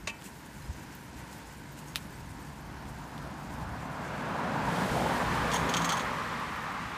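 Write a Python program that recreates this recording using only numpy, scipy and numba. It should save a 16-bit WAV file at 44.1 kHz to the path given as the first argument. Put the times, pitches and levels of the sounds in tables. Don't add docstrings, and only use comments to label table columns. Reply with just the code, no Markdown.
import sys
import numpy as np
from scipy import signal
from scipy.fft import rfft, irfft, next_fast_len
from scipy.io import wavfile
from scipy.ndimage import uniform_filter1d
from numba import njit

SR = 44100
rng = np.random.default_rng(int(sys.argv[2]) if len(sys.argv) > 2 else 0)


def gain_from_db(level_db):
    decades = np.asarray(level_db, float) / 20
    return 10 ** decades


def bounce(signal):
    frames = np.transpose(np.atleast_2d(signal))
    limited = np.clip(frames, -1, 1)
    pcm = np.round(limited * 32767).astype(np.int16)
    wavfile.write(sys.argv[1], SR, pcm)


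N = 307377

# t/s, f/Hz, level/dB
FIRING = [(1.6, 73.5, -48.5), (2.4, 70.46, -52.5), (3.3, 73.18, -46), (3.9, 73.8, -49), (4.3, 75.83, -48),
          (4.7, 62, -38), (5.2, 58.77, -48), (5.5, 57.44, -38), (5.78, 56.8, -37.5), (5.95, 56.63, -43),
          (6.3, 56.6, -57), (6.97, 57, -52)]
# f/Hz, width/Hz, level/dB
EXHAUST_MODES = [(62, 31, 2), (151, 21, 11), (168, 16.6, 10.5), (277, 13, 1.5)]
# f/Hz, density/dB
RUMBLE_SPECTRUM = [(60, -20), (100, -6.5), (165, 0), (250, -1.5), (340, -11.5), (500, -34)]
ROAR_SPECTRUM = [(230, -22), (360, -1), (480, 3.5), (620, 2.5), (800, -8.5), (1200, -20)]
HISS_SPECTRUM = [(900, -53), (1400, 4.5), (1900, 2.5), (2300, 0.5), (2900, -4.5), (4500, -12), (7000, -19),
                 (12000, -37.5)]
SPRAY_SPECTRUM = [(3000, 5), (6000, -3), (8500, -3), (11000, -8), (14500, -11.5), (16000, -14)]
# front level/dB, rear level/dB, loss per distance doubling/dB
RUMBLE_PASS = (-36, -42, 6.74)
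ROAR_PASS = (-39, -39.5, 11.1)
RING_PASS = (-38.5, -33.5, 5.3)
SECOND_PASS = (-40.5, -45.5, 6.2)
HISS_PASS = (-43, -40, 3.9)
SPRAY_PASS = (-46.5, -50.5, 10)
# t/s, level/dB, f/Hz, length/s
TREAD_SONG = [(4.37, -35, 926, 0.055), (4.442, -35, 690, 0.038), (4.487, -44, 660, .015),
              (4.545, -35, 950, .03), (4.62, -37, 910, 0.039), (4.668, -31, 930, .035),
              (4.75, -43, 900, 0.027), (4.808, -35, 930, 0.026), (4.938, -35, 815, 0.053),
              (5.001, -33, 780, 0.036), (5.03, -41, 574, .05), (5.122, -43, 990, 0.052),
              (5.196, -36, 600, 0.048), (5.27, -37, 940, .06), (5.376, -40, 940, 0.043),
              (5.52, -32.5, 1000, .08), (5.778, -36, 1070, 0.14), (5.916, -34, 986, 0.057),
              (6.081, -41, 980, 0.075), (6.17, -44, 1027, .06), (6.249, -44, 1220, .06),
              (5.7, -41, 1200, .05), (5.901, -34, 1320, 0.043), (5.277, -42, 1150, 0.036)]
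# t/s, peak level/dB
STONE_HITS = [(5.0609, -44), (5.672, -47), (6.0194, -50), (6.0767, -45), (6.343, -49), (6.3999, -43),
              (6.5051, -52), (6.561, -41), (6.6228, -46), (6.7226, -44), (6.777, -56), (6.8853, -57),
              (6.905, -61), (6.9247, -57)]
# t/s, peak level/dB, upper ring level/dB, burst length/s, upper ring f/Hz
RATTLE_JOLTS = [(5.516, -30, -14, 0.02, 6450), (5.535, -32, 1, 0.006, 6500),
                (5.5413, -31.5, 2.5, 0.008, 6370), (5.552, -30, -4, 0.006, 6500),
                (5.559, -27.5, -3, 0.006, 6465), (5.566, -33, -6, .006, 6480),
                (5.692, -31.5, -3, 0.014, 6400), (5.7385, -24, -10, 0.0065, 6420),
                (5.7465, -27, -6, .005, 6450), (5.7677, -23.5, -3.5, 0.0078, 6400),
                (5.7724, -30, -6, 0.0076, 6480), (5.817, -33, -4, 0.014, 6300),
                (5.845, -27.5, -2, 0.0091, 6400), (5.852, -31.5, 1, .007, 6320),
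                (5.863, -39, -7, .008, 6420), (5.891, -28, -2, 0.0073, 6400),
                (5.8946, -28, -8, 0.0066, 6250), (5.903, -28, -12, 0.009, 6300),
                (5.9213, -28, -1.5, 0.0091, 6260), (5.931, -34, -11, .008, 6250),
                (5.97, -31.5, -5, 0.015, 6350), (5.995, -33.5, -8, 0.026, 6400)]
# f/Hz, width/Hz, level/dB
RATTLE_LOW_MODES = [(2300, 970, -1), (3300, 300, 0.5), (3630, 440, -9), (4300, 830, -3), (5700, 1300, -4.5)]
RATTLE_HIGH_MODES = [(5700, 900, -1.5), (7300, 1500, -7), (8750, 3900, -8), (12300, 6700, -7)]
# f/Hz, level/dB, t60/s
FRAME_MODES = [(913, -8, 0.23), (1145, -5, 0.14), (1450, -18, .39), (1857, -10, 0.23), (2353, -8, 0.35),
               (2600, -3.5, 0.27), (3040, -12, 0.34), (4000, -19, 0.15), (4670, -12, 0.14),
               (5970, -4, 0.084), (6891, -11, 0.065), (8366, -20, 0.15)]
# delay/s, level/dB, side ring level/dB
BOUNCES = [
    (0.001, 2, 1.5),
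    (.0065, -11, -4),
    (0.0146, -13, -16),
    (.025, -5, -15),
]
# f/Hz, level/dB, t60/s
PART_MODES = [(1850, -2, 0.029), (2350, -3, 0.036), (2640, -4, 0.069)]
PART_SIDE_MODES = [(1150, 0, 0.042), (2800, -1, .04), (2260, -2, .04), (3670, -6, 0.056), (4250, -7, .035),
                   (600, -14, 0.059), (4750, -12, .06)]
# f/Hz, width/Hz, level/dB
KNOCK_MODES = [(616, 76, -1), (1340, 1400, 1), (2380, 890, 8.5), (4200, 1500, 3), (6500, 880, 1)]
# t/s, peak level/dB, f/Hz
DRY_TICKS = [(.2045, -50, 8000), (0.2154, -36.5, 2400), (.2225, -35, 2300), (0.2427, -38, 9400),
             (.9518, -36, 14200), (1.329, -41, 5000), (1.5824, -45, 9000), (1.8847, -37, 6500),
             (1.9517, -33, 3000), (1.9584, -11, 3070), (2.1312, -49, 7000), (3.1796, -34.5, 3500)]
# f/Hz, width/Hz, level/dB
TICK_TAIL_MODES = [(2930, 1500, 3.5), (3720, 790, -2), (8950, 12000, 3)]
# f/Hz, level/dB, t60/s
GRIP_MODES = [(2050, 4, .008), (3500, 6, .011), (5300, -3, .006), (1250, 0, .008), (2750, 2, .008)]
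# t/s, peak level/dB, f/Hz
SEAM_BUMPS = [
    (.69, -25.5, 76.6),
    (2.228, -33, 109),
]
# t/s, level/dB, f/Hz, length/s, width/Hz
SQUEAK_EVENTS = [(.083, -42, 2620, 0.013, 150), (.094, -37, 2640, 0.013, 170), (.094, -46, 2380, .01, 170),
                 (.075, -43, 600, 0.0096, 170), (.254, -52, 2600, 0.014, 200),
                 (5.737, -39, 3600, .008, 500), (5.891, -41, 3380, 0.018, 300),
                 (5.922, -41, 3300, 0.021, 300), (.58, -66, 4100, .11, 60), (.6, -66, 5000, .12, 60),
                 (.55, -66, 11200, .12, 80), (.72, -63, 6300, .03, 150), (.92, -60, 5600, .02, 150),
                 (1.75, -73, 8560, .08, 60), (1.845, -63, 6550, .11, 90), (5.535, -42, 9400, 0.016, 200),
                 (5.56, -50, 7800, .01, 250), (5.768, -47, 7800, 0.011, 250),
                 (5.846, -53, 11700, .012, 250), (5.893, -48, 8700, .006, 400),
                 (5.92, -50, 9400, .022, 200), (5.97, -50, 9600, .015, 300)]
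# f/Hz, density/dB
ROLL_SPECTRUM = [(59, -23), (100, -7.5), (118, -10), (143, -1), (314, -7.5), (383, -13.5), (615, -16.5),
                 (761, -15.5), (942, -9.5), (1200, -19.5), (1540, -14.5), (3490, -28), (5000, -28.5),
                 (6500, -34), (11000, -120)]
# t/s, level/dB
SURFACE_LEVEL = [
    (0.0, -49.5),
    (0.96, -47),
    (1.4, -47.5),
    (2.0, -47),
    (2.6, -48.5),
    (3.3, -46.5),
    (4.2, -49),
]
# f/Hz, density/dB
RUSTLE_SPECTRA = [
    [(2500, -5), (4000, -8), (5500, -8), (7000, -2.5), (9000, -8.5)],
    [(6500, -10), (8500, 0.5), (10500, 0.5), (12500, -3)],
    [(9500, -16), (11500, -4), (14000, 1), (16000, -10)],
]
RUSTLE_LEVELS_DB = [-6, -9.5, -13]
# t/s, peak level/dB, fade/s
RUSTLE_PATCHES = [(.26, -47.5, 0.035), (.17, -63, .04), (.37, -58, .06), (.6, -58, 0.33), (.665, -56, .02),
                  (.78, -53.5, 0.04), (.835, -55, .015), (.93, -54, .012), (.965, -54, .025),
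                  (1.07, -60, .08), (1.19, -54.5, 0.054), (1.335, -50, 0.04), (1.38, -55, 0.03),
                  (1.55, -57.5, 0.17), (1.79, -48.5, 0.015), (1.884, -56, 0.037), (1.99, -53.5, 0.11),
                  (2.14, -58, .035), (2.21, -57, 0.027), (2.31, -55, 0.042), (2.41, -57, .06),
                  (2.585, -61, 0.035), (3.23, -55, 0.018), (3.4, -66, 0.061), (2.98, -60, 0.054),
                  (3.54, -55.5, 0.058), (3.75, -65, 0.13), (4.1, -61, 0.23)]
# t/s, peak level/dB, f/Hz
LINK_RINGS = [(0.237, -57, 9474), (0.239, -60, 13350), (0.242, -63, 14987), (0.252, -56, 7838),
              (0.255, -58, 8699), (0.258, -64, 14211), (0.377, -60, 9733), (0.391, -63, 12489),
              (0.454, -58, 10680), (0.464, -72, 14987), (0.475, -65, 13781), (0.655, -62, 8441),
              (0.728, -57, 6373), (0.832, -64, 11455), (0.947, -58, 14814), (0.956, -64, 12403),
              (1.165, -60.5, 7407), (1.189, -63, 11627), (1.329, -56, 5167), (1.352, -61, 9216),
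              (1.474, -59, 10077), (1.58, -59, 9216), (1.66, -62, 8613), (1.719, -55, 13695),
              (1.776, -68, 8527), (1.857, -62, 13867), (1.88, -64, 12661), (1.88, -57, 8613),
              (1.88, -56, 6718), (1.882, -58, 5512), (2.153, -57, 8354), (2.256, -64, 10249),
              (2.285, -66, 13695), (2.3, -57, 8699), (2.336, -63, 9646), (2.401, -66, 11800),
              (2.401, -63, 13781), (2.424, -56, 8354), (2.607, -59, 11541), (2.712, -69, 12575),
              (2.76, -63, 10077), (3.401, -88, 14039), (3.536, -69.5, 7149), (3.707, -84, 14556),
              (3.765, -69, 13608), (3.91, -70, 14298)]
# f/Hz, density/dB
WIND_SPECTRUM = [(15, -45), (28, -22), (45, -6), (62, 3.5), (90, -6.5), (130, -2.5), (200, -52)]
# t/s, peak level/dB, fade/s
WIND_GUSTS = [(.05, -47.5, 0.077), (.35, -54, 0.048), (.68, -44, 0.12), (1.18, -48, 0.14),
              (1.47, -51, 0.058), (1.61, -50, 0.092), (1.94, -52, .1), (2.27, -45.5, 0.29),
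              (2.68, -46.5, 0.12), (2.92, -44.5, 0.16), (3.25, -46, 0.087), (3.5, -44, 0.047),
              (3.67, -39.5, 0.13), (4.2, -48, 0.31), (4.68, -39.5, 0.048), (4.92, -36, 0.042),
              (5.05, -41.5, 0.11), (5.28, -38, 0.068), (5.43, -38, 0.13), (5.63, -38, 0.059),
              (6.08, -46, .06), (6.22, -49.5, 0.14), (6.5, -49.5, 0.18), (6.86, -47.5, 0.11)]

FRONT_S, REAR_S = 4.87, 5.595
LANE_M, CLOSING_M_S, LEAVING_M_S = 3.05, 6.63, 6
BEHIND_MS, AHEAD_MS, TURN_S, TURN_LENGTH_S = 1.15, 0.94, 5.3, 0.52
STRETCH_MS, STRETCH_S, STRETCH_LENGTH_S = 0.53, 5.03, 0.051
SCREEN_S, SCREEN_LENGTH_S, BEND_S = 4.664, 0.13, 0.58
SCREEN_TREAD_DB, SCREEN_HISS_DB, SCREEN_SPRAY_DB = -1.5, -2.5, -12
HISS_ARRIVES_S, HISS_RISE_S, HISS_FAR_DB = 3.52, 0.25, -19
LUMP_DB, LUMP_RATE_HZ = 1.5, 40
SONG_WIDTH_HZ = 140
STONE_HZ, STONE_WIDTH_HZ = 13500, 3500
UPPER_RING_DB, UPPER_RING_WIDTH_HZ, SHIVER_DB = 5.5, 130, -18.5
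CLINK_S, CLINK_DB, PART_DB = 0.0718, -36, -34.5
ROLL_DB, CHAIN_DB, BREEZE_DB = -47.5, -59, -61
PHONE_TOP_HZ = 15330


def car():
    t = np.arange(N) / SR
    center_hz = road_mirror_hz(t)
    tread = passing(*RING_PASS) * gain_from_db(0.5 * walk(20)) * ridge(center_hz, 443.0)
    tread += passing(*SECOND_PASS) * gain_from_db(0.11 * walk(16)) * ridge(1.67 * center_hz, 430.0)
    body = passing(*RUMBLE_PASS) * noise(RUMBLE_SPECTRUM, 0.21, 9.1)
    body += passing(*ROAR_PASS) * noise(ROAR_SPECTRUM, 0.96, 8)
    hidden = 1 - step_up(t, SCREEN_S, SCREEN_LENGTH_S)
    bent = 1 - step_up(t, SCREEN_S - BEND_S, SCREEN_LENGTH_S)
    far_db = HISS_FAR_DB * (1 - step_up(t, HISS_ARRIVES_S, HISS_RISE_S))
    hiss_db = SCREEN_HISS_DB * (bent + 1.3 * hidden) + far_db
    hiss = passing(*HISS_PASS) * gain_from_db(hiss_db) * noise(HISS_SPECTRUM, 0.28, 7.4)
    spray = passing(*SPRAY_PASS) * gain_from_db(SCREEN_SPRAY_DB * hidden) * noise(SPRAY_SPECTRUM, 0.59, 21.96)
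    near = body + gain_from_db(SCREEN_TREAD_DB * bent) * tread + hiss
    earshot = np.clip((t - 1.3) / 2.76, 0, 1)
    return near * earshot + spray + engine()


def road_mirror_hz(t):
    ahead = step_up(t, TURN_S, TURN_LENGTH_S)
    skew = np.where(t < STRETCH_S, 1.8, 0.7)
    stretch = np.exp(-((t - STRETCH_S) / skew / STRETCH_LENGTH_S) ** 2)
    delay_ms = BEHIND_MS + (AHEAD_MS - BEHIND_MS) * ahead + STRETCH_MS * stretch
    return 1000 / delay_ms


def passing(front_db, rear_db, loss_db):
    power = 0
    for s, db in (FRONT_S, front_db), (REAR_S, rear_db):
        t = np.arange(N) / SR - s
        metres = np.hypot(LANE_M, t * np.where(t < 0, CLOSING_M_S, LEAVING_M_S))
        power = power + gain_from_db(db - loss_db * np.log2(metres / LANE_M)) ** 2
    return np.sqrt(power)


def engine():
    hz, db = curve(FIRING)
    cycles = np.cumsum(hz * (1 + 0.02 * walk(30))) / SR
    fires = np.diff(np.floor(cycles), prepend=0)
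    pulses = fires * gain_from_db(3.5 * rng.standard_normal(N))
    fade_in = np.clip((np.arange(N) / SR - 1.2) / 0.84, 0, 1)
    return unit(resonate(pulses - hz / SR, EXHAUST_MODES)) * gain_from_db(db) * fade_in


def tread_song():
    return rubs([tuple(row) + (SONG_WIDTH_HZ,) for row in TREAD_SONG])


def stones():
    out, t = np.zeros(N), np.arange(SR // 200) / SR
    click = np.cos(2 * np.pi * STONE_HZ * t) * np.exp(-np.pi * STONE_WIDTH_HZ * t)
    for s, db in STONE_HITS:
        add(out, gain_from_db(db + 8) * click, s + 0.001)
    return signal.sosfilt(signal.butter(2, 9500, "high", fs=SR, output="sos"), out)


def rattle():
    out, t = np.zeros(N), np.arange(SR // 8) / SR
    for s, db, high_db, length_s, hz in RATTLE_JOLTS:
        chatter = 0.12 + 0.88 / (1 + (t / length_s) ** 4)
        shape = np.minimum(t / 0.0012, 1) * np.exp(-t / 0.02) * chatter
        shape = gain_from_db(db - 10.5) * (shape + gain_from_db(SHIVER_DB) * np.exp(-t / 0.055))
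        grit = rng.standard_normal(len(t)) * gain_from_db(2.8 * rng.standard_normal(len(t)))
        low = dull(resonate(shape * grit, RATTLE_LOW_MODES), 9300)
        high = gain_from_db(high_db) * resonate(shape * grit, RATTLE_HIGH_MODES)
        add(out, low + high, s - 0.001)
        upper = even(resonate(grit, [(hz, UPPER_RING_WIDTH_HZ, 0)]), 0.008)
        ring_shape = signal.lfilter([0.008], [1, -0.992], shape)
        add(out, gain_from_db(high_db + UPPER_RING_DB) * upper * ring_shape, s - 0.001)
    return out


def clink():
    out, t = np.zeros(N), np.arange(SR // 10) / SR
    add(out, gain_from_db(CLINK_DB) * ring(FRAME_MODES), CLINK_S)
    for later_s, db, side_db in BOUNCES:
        knock = rng.standard_normal(len(t)) * np.minimum(t / 0.001, 1) * np.exp(-t / 0.007)
        add(out, gain_from_db(side_db / 2 - 43.0) * dull(resonate(knock, KNOCK_MODES), 9300), CLINK_S + later_s)
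        rings = gain_from_db(db) * ring(PART_MODES) + gain_from_db(side_db) * ring(PART_SIDE_MODES)
        add(out, gain_from_db(PART_DB) * rings, CLINK_S + later_s)
    return out


def ticks():
    out, t = np.zeros(N), np.arange(SR // 10) / SR
    for s, db, hz in DRY_TICKS:
        tail = gain_from_db(-34) * resonate(rng.standard_normal(len(t)) * np.exp(-(t / 0.02) ** 2), TICK_TAIL_MODES)
        edge = 0.45 * (db > -36) * (t == 0)
        snap = edge + np.cos(2 * np.pi * hz * t) * np.exp(-((t - 0.0001) / 0.00026) ** 2)
        add(out, gain_from_db(db) * (snap + tail), s)
        if db > -20:
            add(out, gain_from_db(db - 20.0) * ring(GRIP_MODES), s)
    return out


def bumps():
    out, t = np.zeros(N), np.arange(SR // 10) / SR
    for s, db, hz in SEAM_BUMPS:
        add(out, gain_from_db(db) * np.sin(2 * np.pi * hz * t) * (t / 0.018) * np.exp(1 - t / 0.0088), s)
    return out


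def rubs(rows):
    out, t = np.zeros(N), np.arange(SR // 5) / SR
    for s, db, hz, length_s, width_hz in rows:
        tone = resonate(rng.standard_normal(2 * len(t)), [(hz, width_hz, 0)])
        tone = even(tone, 2.5 / width_hz)[len(t):]
        burst = gain_from_db(db) * tone * np.minimum(t / (0.3 * length_s), 1) / (1 + (t / length_s) ** 5)
        add(out, svf(burst, np.full(len(t), 1. * hz), 2.5 * width_hz), s)
    return out


def tyre_hum():
    surface_db = curve(SURFACE_LEVEL)[0]
    return gain_from_db(surface_db - surface_db[:SR].mean() + ROLL_DB) * noise(ROLL_SPECTRUM, 0.53, 9.6)


def chain():
    rustle = sum(gain_from_db(db) * noise(band, 1.3, 35) for band, db in zip(RUSTLE_SPECTRA, RUSTLE_LEVELS_DB))
    return rustle * swells(RUSTLE_PATCHES, CHAIN_DB) * gain_from_db(0.74 * walk(60) + 1.3 * walk(400))


def link_rings(count):
    out, t = np.zeros(N), np.arange(SR // 25) / SR
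    draws = rng.random((count, 3))
    faint = [(2.7 * when, -65 - 6 * size, 4500 + 5000 * pitch) for when, pitch, size in draws]
    for s, db, hz in faint + list(LINK_RINGS):
        add(out, gain_from_db(db) * np.sin(2 * np.pi * hz * t) * (t / 0.004) * np.exp(1 - t / 0.004), s)
    return out


def wind():
    return swells(WIND_GUSTS, BREEZE_DB) * even(noise(WIND_SPECTRUM, 1.5, 16), 0.072)


def curve(table):
    s, *columns = np.transpose(table)
    return [np.interp(np.arange(N) / SR, s, c) for c in columns]


def step_up(t, center_s, length_s):
    return 0.5 + 0.5 * np.tanh((t - center_s) / length_s)


def unit(x):
    return x / np.sqrt(np.mean(x ** 2))


def even(x, seconds):
    return x / np.sqrt(uniform_filter1d(x ** 2, int(seconds * SR)) + 1e-12)


def walk(rate_hz):
    k = int(SR / rate_hz)
    held = np.repeat(rng.standard_normal(N // k + 1), k)
    return unit(uniform_filter1d(uniform_filter1d(held, k), k)[:N])


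def noise(spectrum, flicker_db, rate_hz):
    size = next_fast_len(N)
    hz, db = np.transpose(spectrum)
    bin_hz = np.arange(1, size // 2 + 2) * SR / size
    gain = gain_from_db(np.interp(np.log(bin_hz), np.log(hz), db, -90, -90))
    colored = irfft(rfft(rng.standard_normal(size)) * gain, size)[:N]
    return unit(colored) * gain_from_db(flicker_db * walk(rate_hz))


@njit
def svf(x, hz, width):
    y, b, l = np.empty(len(x)), 0., 0.
    for i in range(len(x)):
        g, k = np.tan(np.pi * hz[i] / SR), width / hz[i]
        v = (b + g * (x[i] - l)) / (1 + g * (g + k))
        b, l, y[i] = 2 * v - b, l + 2 * g * v, k * v
    return y


def resonate(x, peaks):
    out = 0
    for hz, width_hz, db in peaks:
        band = svf(x, np.full(len(x), 1. * hz), 1. * width_hz)
        out = out + gain_from_db(db) * band * np.sqrt(SR / width_hz / np.pi)
    return out


def ridge(hz, width_hz):
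    strands = 0
    for k in (-1, 0, 1):
        level = gain_from_db(LUMP_DB * walk(LUMP_RATE_HZ))
        source = rng.standard_normal(N)
        strand_hz = hz + width_hz * (k / 2.5 + 0.06 * walk(9))
        strands = strands + level * svf(source, strand_hz, width_hz / 2)
    return unit(svf(strands, hz, 2 * width_hz))


def ring(modes):
    t = np.arange(SR // 4) / SR
    out = 0
    for k, (hz, db, t60) in enumerate(modes):
        out = out + (-1) ** k * gain_from_db(db) * np.sin(2 * np.pi * hz * t) * 1000. ** (-t / t60)
    return out


def dull(x, hz):
    return signal.sosfilt(signal.butter(2, hz, fs=SR, output="sos"), x)


def swells(rows, steady_db):
    t = np.arange(N) / SR
    power = sum(gain_from_db(db) ** 2 * np.exp(-2 * np.abs(t - s) / fade_s) for s, db, fade_s in rows)
    return np.sqrt(gain_from_db(steady_db) ** 2 + power)


def add(out, x, s):
    i = int(s * SR)
    out[i:i + len(x)] += x[:N - i]


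def scene():
    passing_car = car() + tread_song() + stones()
    loose_parts = rattle() + clink() + ticks() + bumps() + rubs(SQUEAK_EVENTS)
    bicycle = tyre_hum() + chain() + link_rings(count=260) + wind()
    return (passing_car + loose_parts + bicycle)[None]


def band_limit(x):
    return signal.sosfilt(signal.butter(12, 16510, fs=SR, output="sos"), x)


def record(dry):
    top_cut = signal.ellip(10, 0.2, 45, PHONE_TOP_HZ, fs=SR, output="sos")
    mix = signal.sosfilt(top_cut, dry)
    return band_limit(mix)


dry = scene()
out = record(dry)
bounce(out)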